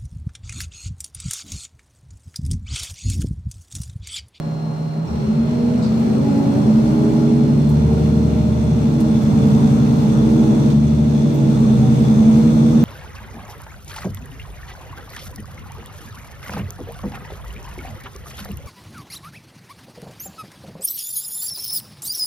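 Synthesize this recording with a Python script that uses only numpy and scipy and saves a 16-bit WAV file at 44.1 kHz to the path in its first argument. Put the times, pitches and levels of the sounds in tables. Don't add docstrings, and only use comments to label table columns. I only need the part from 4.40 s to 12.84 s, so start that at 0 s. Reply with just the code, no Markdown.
import sys
import numpy as np
from scipy import signal
from scipy.io import wavfile
from scipy.ndimage import uniform_filter1d

SR = 44100
rng = np.random.default_rng(int(sys.argv[2]) if len(sys.argv) > 2 else 0)


def store_pcm(level_fs):
    pcm = np.round(np.clip(level_fs, -1, 1) * 32767).astype(np.int16)
    wavfile.write(sys.argv[1], SR, np.atleast_2d(pcm).T)


def natural_amplitude(level_db):
    exponent = np.asarray(level_db, float) / 20
    return 10 ** exponent


N = 372204
T = np.arange(N) / SR
MESH, CYLINDERS = 27, 6
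TAKE_UP_S = .65

# (time [s], frequency [Hz])
MESH_PITCH = [(.62, 157.3), (.78, 196), (1.1, 235), (1.4, 240), (1.82, 277), (2.1, 278.5), (2.58, 312.5),
              (3.07, 317), (3.52, 341), (3.88, 344.5), (4.4, 333), (4.9, 285.5), (5.5, 286), (6.05, 314),
              (6.6, 337.5), (7.0, 318), (7.45, 284.5), (8.3, 311.5)]
# (time [s], level [dB])
ENGINE_LOAD = [(.62, -36), (.72, -33.5), (1.1, -32.5), (1.6, -30), (2.2, -29), (2.64, -29), (3.2, -32.5),
               (3.53, -31.5), (4.1, -33), (4.74, -31.5), (5.09, -27.5), (5.5, -29.5), (6.29, -29),
               (6.37, -34.5), (6.97, -32), (7.1, -31), (7.9, -28.5), (8.4, -29.5)]


def evened(x):
    return x / np.sqrt(np.mean(x ** 2) + 1e-20)


def read(points, hz):
    f, value = np.transpose(points)
    return np.interp(np.log(hz + 1), np.log(f + 1), value)


def curve(table, column, t=T):
    columns = np.transpose(table)
    return np.interp(t, columns[0], columns[column])


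def ramp(t, start, length):
    return np.clip((t - start) / length, 0, 1)


def drift(t, top_hz):
    f = np.geomspace(top_hz / 10, top_hz, num=8)[:, None]
    knots = np.linspace(0, N / SR, num=2000)
    waves = np.sin(2 * np.pi * (f * knots + rng.random(f.shape))) / np.sqrt(f)
    return np.interp(t, knots, evened(waves.sum(0)))


def resonate(x, hz, width):
    return signal.lfilter(*signal.iirpeak(hz, hz / width, SR), x)


def noise(gain, patchy_db):
    frames, hz = N // 512 + 5, np.fft.rfftfreq(2048, 1 / SR)
    a, b, c, d, patches = rng.standard_normal((frames, 1025, 5)).T
    patches = uniform_filter1d(patches, size=20, axis=0)
    patches = evened(uniform_filter1d(patches, size=7, axis=1))
    z = np.array([a + 1j * b, c + 1j * d]) * gain(hz) * natural_amplitude(patchy_db * patches)
    return evened(signal.istft(z, nperseg=2048, noverlap=1536)[1][:, :N])


def left_right(x):
    return np.array([x[0] + x[1], x[0] - x[1]])


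def ports(points):
    # (frequency [Hz], correlation [-1 to 1])
    likeness = [(1000, -0.16), (1400, -0.32), (2200, 0.021), (3100, -0.017), (6800, -0.038), (15000, -0.07)]

    def gain(hz):
        same = np.clip(read(likeness, hz), -1, 1)
        return (natural_amplitude(read(points, hz)) * np.sqrt([1 + same, 1 - same]))[..., None]
    return gain


def cabin(hz, cut_hz=62):
    # (frequency [Hz], width [Hz], level [dB])
    modes = [(67.6, 2.7, -15.5), (75.1, 3.9, -10), (88.2, 16, -15.5), (126.8, 11, -4), (143.6, 17, -0.5),
             (161, 13, -4.5), (181, 23, -9), (219.1, 10.7, 2.5), (230.1, 16.3, -1), (284, 12.8, -12.5),
             (310, 20.2, -16), (380.4, 29.6, -17), (424.2, 17, -18), (473.5, 5.8, -24), (485, 28.5, -23.5),
             (570, 55, -25), (626.6, 53, -25), (705, 53, -36.5), (758, 8.8, -25.5), (838, 18, -33)]
    power = sum(natural_amplitude(db) ** 2 / (1 + (2 * (hz - f) / w) ** 2) ** 1.71 for f, w, db in modes)
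    return np.sqrt(power / (1 + (cut_hz / (hz + 1)) ** 12))


def seat(hz):
    # (frequency [Hz], level [dB])
    side = [(50, -29), (100, -22.5), (128, -11), (145, -21), (200, -3), (225, -23), (258, -4), (310, -12),
            (345, -1.5), (420, -4.5), (500, -3), (1000, -13)]
    upper = np.clip((hz - 300) / 60, 0, 1)
    split = np.sqrt([1 - upper, upper])[:, None]
    return cabin(hz) * split * np.array([np.ones(len(hz)), natural_amplitude(read(side, hz))])


def load(t=T):
    return curve(ENGINE_LOAD, 1, t) + 31


def pace():
    return 1 - np.exp(-np.maximum(T - TAKE_UP_S, 0) / 2.53)


def rush_db():
    hiss_db = -49 + 0.46 * load() - 4 * (1 - ramp(T, TAKE_UP_S, 0.14))
    air_db = -65 + 0.92 * load() + 5.5 * pace()
    return hiss_db, air_db


def engine():
    order_db = [-11.5, 13.5, 1.5, -11, 10, 4.5, 0, 9, -2.5, 5, -2.5, -23, 4.5, 6, 2, 7, 1, 4.5, -6.5, 10,
                -13, -17, 13.5, 7.5, -4, 3]
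    high_orders = [32, 33, 36, 38, 42, 44, 48, 50, 54, 60, 66, 72, 81]
    high_db = [2, 1, 4, 4, 3, 2, 8, 3, 7.5, 2, 2, 12, 5]
    # (time [s], length [s], level [dB])
    sing = [
        (1.291, 0.17, 8.5),
        (1.94, 0.27, 13),
        (2.788, 0.57, 6),
        (4.601, .15, 5),
        (6.106, 0.46, 5.5),
        (6.946, .2, 6.5),
        (8.093, 0.35, 2),
    ]
    rest_db, wander_db, wander_turns = -6, 1.8, .03
    step = 16
    t = T[::step]
    cycle_hz = uniform_filter1d(curve(MESH_PITCH, 1, t), size=250) / MESH
    turns = np.cumsum(cycle_hz) * step / SR
    strength = dict(enumerate(order_db, start=5)) | dict(zip(high_orders, high_db))
    running = ramp(t, TAKE_UP_S, .06)
    firing_db = running * (-1.5 - 0.85 * np.maximum(load(t), -2.5))
    firing_db = firing_db - 6 * np.clip((8.5 - cycle_hz) / 2, 0, 1)
    mesh_db = 6 - 9.5 * running
    mesh_db = mesh_db + sum(db * np.exp(-((t - s) / w) ** 2) for s, w, db in sing)
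    third_mesh_db = -12 * np.clip(10 - cycle_hz, 0, 1) + .8 * mesh_db
    gains = seat(np.arange(1200.))
    lines = 0
    for k in range(5, 85):
        db = strength.get(k, rest_db) + (k % CYLINDERS == 0) * firing_db
        db = db + (k % MESH == 0) * mesh_db * MESH / k + (k == 3 * MESH) * third_mesh_db
        db = db - 10 * (k > 2 * MESH) * (1 - running)
        db = db + wander_db * (k != MESH) * (1 + k / 70) * drift(t, 2)
        angle = 2 * np.pi * (k * turns + wander_turns * drift(t, 4) + rng.random((2, 1)))
        mode_gain = gains[..., np.round(k * cycle_hz).astype(int)]
        lines = lines + natural_amplitude(db) * mode_gain * np.cos(angle)
    lines = signal.resample_poly(lines, step, 1, axis=2)[..., :N]
    boom_db = -26 + 5.5 * ramp(T, TAKE_UP_S, 0.067) + 7 * ramp(T, TAKE_UP_S, 2.46)
    boom_db = boom_db + 0.58 * np.clip(load(), -2, 4)
    levels_db, scatter_db = (boom_db, curve(ENGINE_LOAD, 1)), (-10, -3.5)
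    out = 0
    for part in (0, 1):
        scatter = noise(lambda hz: seat(hz)[part][..., None], 1)
        body = evened(lines[part]) + natural_amplitude(scatter_db[part]) * scatter
        out = out + natural_amplitude(levels_db[part] - 4.0) * body
    return left_right(out)


def rumble(level_db=-50):
    def colour(hz):
        return (np.exp(-((hz - 50) / 16) ** 2) * np.array([[1], [.18]]))[..., None]
    return left_right(noise(colour, 6.5)) * natural_amplitude(level_db + .5 * (rush_db()[0] + 30.5))


def roar(level_db=-11):
    # (frequency [Hz], density [dB per Hz])
    roar_colour = [(440, -32), (750, -1.5), (845, 1), (1170, -7.5), (1390, -7.5), (1540, -14), (2000, -19),
                   (2600, -45.5), (4400, -120)]
    return left_right(noise(ports(roar_colour), 1.0)) * natural_amplitude(level_db + curve(ENGINE_LOAD, 1))


def hiss(low_db=1.0, top_db=0, bright_hz=5200):
    # (frequency [Hz], density [dB per Hz])
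    hiss_colour = [(710, -22.5), (1200, -6), (1780, -9.5), (2080, -5), (3120, -8.5), (3960, -8.5),
                   (4300, -9), (4410, -6.5), (8600, -12), (11200, -59), (18900, -120)]
    # (frequency [Hz], density [dB per Hz])
    air_colour = [(5180, -29), (8800, -10.5), (9060, 1.5), (10900, 3.5), (12800, -1.5), (15100, 1.5),
                  (15700, -4)]
    firing_turns = np.cumsum(curve(MESH_PITCH, 1)) * CYLINDERS / MESH / SR
    firing = 1 + .15 * np.cos(2 * np.pi * firing_turns)
    low = left_right(noise(ports(hiss_colour), 0.89))
    top = left_right(noise(ports(air_colour), 1.0))
    high_pass = signal.butter(2, bright_hz, "high", fs=SR, output="sos")
    treble = signal.sosfiltfilt(high_pass, low)
    hiss_db, air_db = rush_db()
    low = low + (natural_amplitude(1.2 * (air_db - hiss_db + 9.0)) - 1) * treble
    top = top * natural_amplitude([[1.1], [-1.1]])
    flicker = natural_amplitude(.5 * drift(T, 25.))
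    return flicker * (low * firing * natural_amplitude(low_db + hiss_db) + top * natural_amplitude(top_db + air_db))


def panels(ticks_per_s=2500, spread_db=-1.0):
    # (frequency [Hz], width [Hz], level over the hiss [dB], share of the buzz [1])
    panel_modes = [(2470, 1500, -3.5, 0.23), (3433, 190, -2, 0.74), (3613, 130, -5.5, 2.2),
                   (5750, 180, -8.5, .3), (6270, 520, -4.5, 1.1), (8286, 190, -9.5, 0.39)]
    size = natural_amplitude(spread_db * np.minimum(rng.exponential(1, N), 4))
    ticks = (rng.random((2, N)) < ticks_per_s / SR) * rng.standard_normal((2, N)) * size
    buzz_db = -17.5 + 19 * pace()
    out = 0
    for hz, width, db, share in panel_modes:
        ring = evened(resonate(resonate(ticks, hz, width), hz, width))
        out = out + natural_amplitude(db + share * buzz_db + drift(T, 20)) * ring
    return natural_amplitude(rush_db()[0]) * out


def fan(second_db=-11, fourth_db=-13, right_turns=0.034):
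    fan_orders = [1, 2, 3, 4, 5, 6, 8, 10, 12]
    fan_db = [-40, -48, -52, -48, -45, -57, -59, -63, -68]
    # (time [s], level [dB])
    fan_fade = [(0, 1), (.62, 0), (.7, -8), (8.44, -12)]
    # (time [s], dip [Hz], lasting drop [Hz])
    sags = [
        (.67, 23, 0),
        (3.45, 12, 0),
        (3.85, 0, 9),
        (4.2, 16, 1),
    ]
    fan_hz, whine_hz = 139.95, 4183
    blades = 0
    for k, db in zip(fan_orders, fan_db):
        blades = blades + natural_amplitude(db + 3) * np.cos(2 * np.pi * (k * fan_hz * T + rng.random((2, 1)) * k / 12))
    sag = 0
    for s, dip, drop in sags:
        sag = sag + dip * np.exp(-((T - s) / .08) ** 2) + drop * ramp(T, s - .25, .5)
    slot = np.cumsum(whine_hz - sag + 2 * drift(T, 20)) / SR / 3 + np.array([[0], [right_turns]])
    whine = np.cos(6 * np.pi * slot)
    whine = whine + natural_amplitude(second_db) * np.cos(4 * np.pi * slot) + natural_amplitude(fourth_db) * np.cos(8 * np.pi * slot)
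    whine_db = -53 - .15 * sag + 1 + .5 * drift(T, 8)
    whine_db = whine_db + (.4 * load() + 1.5 * drift(T, 12) - 1) * ramp(T, 3.3, 3)
    return natural_amplitude(curve(fan_fade, 1)) * blades + natural_amplitude(whine_db) * whine


def driveline():
    # (time [s], level [dB], frequency [Hz], t60 [s])
    take_up = (.665, -17, 75, .55)
    s, db, hz, t60 = take_up
    late = np.maximum(T - s, 0)
    swell = (1 - np.exp(-late / 0.042)) ** 2
    return natural_amplitude(db - 60 * late / t60) * swell * np.sin(2 * np.pi * hz * late)


def valves(left_db=-1.0):
    # (time [s], level [dB], centre [Hz], width [Hz], t60 [s])
    puffs = [
        (1.422, -43.5, 4500, 1480, 0.35),
        (1.426, -52, 7800, 600, .1),
        (3.291, -48, 11000, 9000, .1),
        (4.603, -43, 7500, 12000, .08),
        (4.82, -58, 12300, 6700, 0.13),
        (.67, -56, 5540, 300, 0.5),
        (6.30, -43, 3480, 4030, 0.1),
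        (6.94, -52, 12950, 5740, .17),
    ]
    hold_share, snap_db = .1, 4
    out, t = np.zeros((2, N)), np.arange(SR // 2) / SR
    for s, db, hz, width, t60 in puffs:
        burst = rng.standard_normal((2, len(t)))
        air = evened(resonate(resonate(burst, hz, width), hz, width))
        tail_db = -60 * np.maximum(t / t60 - hold_share, 0)
        shape = np.clip(t / .001, 0, 1) * natural_amplitude(db + snap_db * np.exp(-t / 0.0034) + tail_db)
        at = round(s * SR)
        out[:, at:at + len(t)] += air * shape
    return out * natural_amplitude([[left_db], [-left_db]])


def axle(right_turns=0.05):
    # (time [s], frequency [Hz])
    tooth_pitch = [(2.3, 396), (2.6, 416), (3, 423), (3.6, 455), (4.1, 459), (5.2, 447), (6.8, 471),
                   (7.4, 466), (8.44, 482)]
    angle = 2 * np.pi * (np.cumsum(curve(tooth_pitch, 1)) / SR + np.array([[0], [right_turns]]))
    early = 1 - ramp(T, 4.2, .4)
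    tone_db = -38 + 1.5 * load() + 5.1 * early + 1.95 * drift(T, 9)
    octave_db = -45 - 18 * (1.5 - early)
    tones = natural_amplitude(tone_db) * np.cos(angle) + natural_amplitude(octave_db) * np.cos(2 * angle)
    return ramp(T, tooth_pitch[0][0], .35) ** 2 * np.sqrt(2) * tones


def scene():
    body = engine() + rumble() + roar() + hiss() + panels()
    return body + fan() + driveline() + valves() + axle()


def top_cut(x):
    return signal.sosfilt(signal.butter(12, 16810, fs=SR, output="sos"), x)


def record(dry):
    limited = 1.336 * np.tanh(dry / 1.088)
    low_pass = signal.firwin(2047, 15785, window=("kaiser", 9), fs=SR)
    limited = signal.oaconvolve(limited, low_pass[None], "same")
    return top_cut(limited)


dry = scene()
out = record(dry)
store_pcm(out)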